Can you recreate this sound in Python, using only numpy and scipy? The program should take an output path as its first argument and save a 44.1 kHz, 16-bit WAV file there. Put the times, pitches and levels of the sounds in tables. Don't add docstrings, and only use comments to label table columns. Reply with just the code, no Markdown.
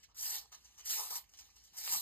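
import sys
import numpy as np
from scipy import signal
from scipy.fft import rfft, irfft
from scipy.io import wavfile
from scipy.ndimage import uniform_filter1d

SR = 44100
rng = np.random.default_rng(int(sys.argv[2]) if len(sys.argv) > 2 else 0)


def convert_level_to_amplitude(level_db):
    exponent = np.asarray(level_db, float) / 20
    return 10 ** exponent


def transcribe(u):
    v = np.clip(np.atleast_2d(u).T, -1, 1)
    q = np.round(v * 32767).astype(np.int16)
    wavfile.write(sys.argv[1], SR, q)


N = 88861

# (time [s], pull [dB], flap resonance [dB], brightness [dB])
RIPS = [
    [(0.145, -66, 21, -3), (0.149, -60, -52, -6.5), (0.181, -49.5, -33, -1), (0.225, -46.5, -19, 3),
     (0.363, -40, -19.5, -1.5), (0.433, -60.5, -17, -6), (0.46, -60.5, 12, -22)],
    [(0.845, -61, -11, -2), (0.859, -48, -70, 3.5), (0.875, -46, -21, 0), (0.915, -36.5, -42, -1.5),
     (0.999, -42.5, -5.5, 0.5), (1.095, -51, -18, -1), (1.113, -47, -5.5, 2), (1.173, -45.5, -12.5, 1.5),
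     (1.25, -79, -17, -1)],
    [(1.735, -68, -11, 0), (1.763, -60.5, -11.5, -1), (1.775, -48, -29, 2), (1.829, -45, -27.5, -5),
     (1.937, -38, -13.5, 2), (1.957, -44, -4, 6.5), (1.969, -48.5, -10.5, 7.5), (2.015, -54.5, -19, 8)],
]
# (frequency [Hz], level [dB])
FIBRE_COLOUR = [(300, -24.5), (700, -20.5), (1400, -11), (3000, -7), (5500, 0.5), (8500, -1), (12000, 2),
                (15400, 1)]
FLAP_TOP_DB, FLAP_PULL_DB = -4, -50


def rips():
    t = np.arange(N) / SR
    snaps = fibres(per_s=5700, spread_db=1.5, clump_db=0.95, hiss=0.53)
    tear = evened(card(snaps, FIBRE_COLOUR, ring_db=-7.5))
    flap = loose_flap(snaps, hz=893, width_hz=233)
    out = 0
    for rip in RIPS:
        s, pull_db, flap_db, bright_db = np.transpose(rip)
        level = convert_level_to_amplitude(np.interp(t, s, pull_db, -150, -150) + 4.5)
        flap_limit_db = FLAP_TOP_DB + (np.interp(t, s, pull_db) - FLAP_PULL_DB) / 2
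        shake = convert_level_to_amplitude(np.minimum(np.interp(t, s, flap_db), flap_limit_db) - 4.5)
        out = out + level * (tilt(tear, np.interp(t, s, bright_db)) + shake * flap)
    return out


# (time [s], level [dB])
GRIP = [(0, -68.5), (.13, -89), (.3, -67), (.5, -75), (.58, -70), (.7, -68), (.77, -68.5), (.84, -65.5),
        (1.27, -75.5), (1.32, -70.5), (1.37, -68), (1.44, -66), (1.53, -73), (1.58, -67), (1.67, -74),
        (1.72, -72.5), (1.76, -60), (2.02, -74)]
# (start [s], length [s], level [dB], brightness [dB], flap resonance [dB])
SCUFFS = [(0.028, 0.017, -64, -2.5, -61), (0.077, 0.045, -77, -21, -7), (0.514, 0.038, -58, -2, -11),
          (0.641, 0.017, -67, -3.5, -22), (0.774, 0.037, -63.5, 3, -13), (1.291, 0.0045, -84.5, 14, -48),
          (1.334, 0.018, -61, -7, -20), (1.37, 0.0098, -71, 3, -31), (1.386, 0.013, -60, 3, -22),
          (1.407, 0.0048, -73, 9, -7), (1.487, 0.0092, -74, -10, -8.5), (1.556, 0.018, -80.5, 10, -12),
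          (1.631, 0.025, -83, 15, -42), (1.66, 0.023, -86.5, 10, -11)]
SCUFF_RISE, SCUFF_RELEASE_S = 0.34, 0.005
# (time [s], peak level [dB], brightness [dB])
SNAPS = [(0.527, -41, 1), (.8575, -38.5, 8), (1.1075, -30.5, 20), (1.2955, -78, 1), (1.337, -45.5, -11),
         (1.503, -54, -39), (1.781, -42, 6), (.169, -43, 9), (1.8767, -28.5, -3.5), (1.961, -34, 3),
         (1.241, -51, -14)]
# (frequency [Hz], level [dB])
SKIN_COLOUR = [(300, -24), (1000, -16.5), (1700, -3.5), (4400, -5.5), (6500, -1), (8000, -6.5), (11000, -6),
               (15000, -10.5)]


def fingers():
    t = np.arange(N) / SR
    grains = fibres(per_s=4000, spread_db=2.5, clump_db=0.8, hiss=1.5)
    rub = evened(card(grains, SKIN_COLOUR, ring_db=1))
    flap = loose_flap(grains, hz=900, width_hz=400)
    out = convert_level_to_amplitude(np.interp(t, *np.transpose(GRIP)) + 2) * (rub + convert_level_to_amplitude(-17.5) * flap)
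    for start, length, db, bright_db, flap_db in SCUFFS:
        rise = np.clip((t - start) / (SCUFF_RISE * length), 0, 1)
        shape = rise * np.exp(-np.maximum(t - start - length, 0) / SCUFF_RELEASE_S)
        out = out + convert_level_to_amplitude(db + 4.5) * shape * (tilt(rub, bright_db) + convert_level_to_amplitude(flap_db) * flap)
    for s, db, bright_db in SNAPS:
        out = out + convert_level_to_amplitude(db) * snap(t - s, bright_db)
    return out


def snap(since, bright_db):
    burst = rng.standard_normal(N) * (since >= 0) * np.exp(-np.maximum(since, 0) / 0.0012)
    tick = tilt(signal.oaconvolve(burst, colour(SKIN_COLOUR))[:N], bright_db)
    tick = tick + convert_level_to_amplitude(-4) * ring(burst, SHEET_MODES[:3] + SHEET_MODES[5:6])
    tick = tick + convert_level_to_amplitude(-10) * ring(burst, FLAP_MODES[:3])
    return tick / abs(tick).max()


def fibres(per_s, spread_db, clump_db, hiss):
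    draw, fine = rng.random(N), rng.standard_normal(N)
    size = np.minimum(rng.exponential(1, N), 4)
    snaps = convert_level_to_amplitude(spread_db * size) * np.sign(fine) * (draw < per_s / SR)
    clumps = convert_level_to_amplitude(clump_db * (drift(size=60) + drift(size=400)))
    return evened((evened(snaps) + hiss * fine) * clumps)


# (frequency [Hz], width [Hz], level [dB])
SHEET_MODES = [(2315, 79, -28.5), (2997, 170, 0.5), (4417, 540, 2), (5630, 710, 4), (6195, 74, 5),
               (7050, 164, -0.5), (9760, 100, -15.5), (14430, 390, 7)]


def card(x, spectrum, ring_db):
    body = signal.oaconvolve(x, colour(spectrum))[:N]
    rings = sum(convert_level_to_amplitude(2.64 * drift(size=1500)) * ring(body, [mode]) for mode in SHEET_MODES)
    return body + convert_level_to_amplitude(ring_db) * rings


# (frequency [Hz], width [Hz], level [dB])
FLAP_MODES = [(757, 173, -7.5), (956, 300, -0.5), (1178, 145, 3.5), (435, 113, 4)]


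def loose_flap(x, hz, width_hz):
    return evened(ring(ring(x, FLAP_MODES), [(hz, width_hz, 0)]))


# (frequency [Hz], T60 [s])
ROOM_DECAY = [(500, 0.24), (3000, 0.15), (8000, 0.081), (15000, .12)]


def room(x, wet_db):
    taps = np.zeros(SR // 2)
    at = np.arange(20, len(taps) - 20, 20)
    taps[at + rng.integers(0, 20, len(at))] = rng.choice([-1., 1.], len(at))
    hz, t, z = signal.stft(taps, SR, nperseg=256)
    t60 = np.interp(hz, *np.transpose(ROOM_DECAY))[:, None]
    tail = signal.istft(z * convert_level_to_amplitude(-60 * t / t60), SR, nperseg=256)[1]
    return x + convert_level_to_amplitude(wet_db) * signal.fftconvolve(x, tail / np.linalg.norm(tail))[:N]


# (frequency [Hz], level [dB])
RUMBLE_COLOUR = [(25, -24), (57, 0), (85, -9), (190, -19), (330, -21), (650, -31), (1850, -31), (3250, -44)]
# (start [s], length [s], level [dB], pitch [Hz])
BUMPS = [
    (0.133, 0.12, -81, 54.5),
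    (1.712, 0.031, -76, 155),
    (1.897, 0.12, -66.5, 130),
]


def rumble():
    hz, t = np.fft.rfftfreq(N, 1 / SR), np.arange(N) / SR
    f, db = np.transpose(RUMBLE_COLOUR)
    gain = convert_level_to_amplitude(np.interp(np.log(hz + 1), np.log(f), db, -60, -60))
    out = convert_level_to_amplitude(-76) * evened(irfft(rfft(rng.standard_normal(N)) * gain, N))
    for s, length, db, pitch in BUMPS:
        low = ring(ring(rng.standard_normal(N), [(pitch, pitch, 0)]), [(pitch, 2 * pitch, 0)])
        out = out + convert_level_to_amplitude(db) * evened(low) * np.sin(np.pi * np.clip((t - s) / length, 0, 1))
    return out


# (frequency [Hz], lag of the right [half turns], likeness [0-1], left over right [dB])
PORTS = [(40, 0, .97, 0), (130, 0, .5, 1), (350, -.7, .5, 4), (600, .1, .65, 3), (1200, -.25, .7, 2),
         (3200, .8, .3, -1), (4600, .6, .15, -4), (5450, 1, .92, 0), (7850, 2, .8, 0), (15150, 5, .87, 0)]
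WANDER_TURNS = 0.07
PATCH_DB = 2.2


def two_ports(near, other):
    hz, _, (a, b) = signal.stft([near, other], SR, nperseg=512, noverlap=384)
    port_hz, *columns = np.transpose(PORTS)
    lag, like, pan_db = (np.interp(hz, port_hz, v)[:, None] for v in columns)
    treble = np.minimum(hz / 2000, 1)[:, None]
    wander = WANDER_TURNS * treble * drift_map(a.shape, frames=16, bins=24)
    patch = convert_level_to_amplitude(PATCH_DB * treble * drift_map(a.shape, frames=14, bins=9))
    a, b = a * patch, b * patch
    right = (like * a + np.sqrt(1 - like ** 2) * b) * np.exp(-1j * np.pi * (lag + wander))
    pair = [a * convert_level_to_amplitude(pan_db / 2), right * convert_level_to_amplitude(-pan_db / 2)]
    return signal.istft(pair, SR, nperseg=512, noverlap=384)[1][:, :N]


def evened(x):
    return x / np.sqrt(np.mean(x ** 2) + 1e-20)


def drift(size):
    return evened(uniform_filter1d(uniform_filter1d(rng.standard_normal(N), size), size))


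def drift_map(shape, frames, bins):
    noise = uniform_filter1d(rng.standard_normal(shape), size=frames, axis=1)
    return evened(uniform_filter1d(noise, size=bins, axis=0))


def colour(points):
    hz = abs(np.fft.fftfreq(2048, 1 / SR))
    f, db = np.transpose(points)
    log = np.log(convert_level_to_amplitude(np.interp(np.log(hz + 1), np.log(f), db)))
    return np.fft.ifft(np.exp(np.conj(signal.hilbert(log)))).real[:1024]


def ring(x, modes):
    out = 0
    for hz, width, db in modes:
        r = np.exp(-np.pi * width / SR)
        poles = [1, -2 * r * np.cos(2 * np.pi * hz / SR), r * r]
        out = out + convert_level_to_amplitude(db) * signal.lfilter([1 - r, 0, r - 1], poles, x)
    return out


def tilt(x, bright_db):
    low = signal.sosfilt(signal.butter(2, 6500, fs=SR, output="sos"), x)
    return low + convert_level_to_amplitude(bright_db) * (x - low)


def scene():
    dry = rips() + fingers()
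    near = room(dry, wet_db=-19.5) + rumble()
    other_db = 12
    other = room(dry, other_db) / np.hypot(1, convert_level_to_amplitude(other_db)) + rumble()
    return two_ports(near, other)


def top_cut(x):
    return signal.sosfilt(signal.butter(12, 15710, fs=SR, output="sos"), x)


def record(dry):
    weak_db, weak_from_hz = -5.5, 2400
    hz, _, z = signal.stft([dry[0] + dry[1], dry[0] - dry[1]], SR, nperseg=1024)
    edges = np.arange(0, len(hz), 8)
    band_hz = hz[edges, None]
    power = uniform_filter1d(np.add.reduceat(abs(z) ** 2, edges, 1), size=5, axis=2)
    limit_db = weak_db - 2 * (band_hz < 6500)
    keep = (power > convert_level_to_amplitude(2 * limit_db) * power[::-1]) | (band_hz < weak_from_hz)
    kept = z * np.repeat(keep, 8, 1)[:, :len(hz)]
    mid, side = signal.istft(kept, SR, nperseg=1024)[1][:, :N] / 2
    return top_cut(np.array([mid + side, mid - side]))


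dry = scene()
out = record(dry)
transcribe(out)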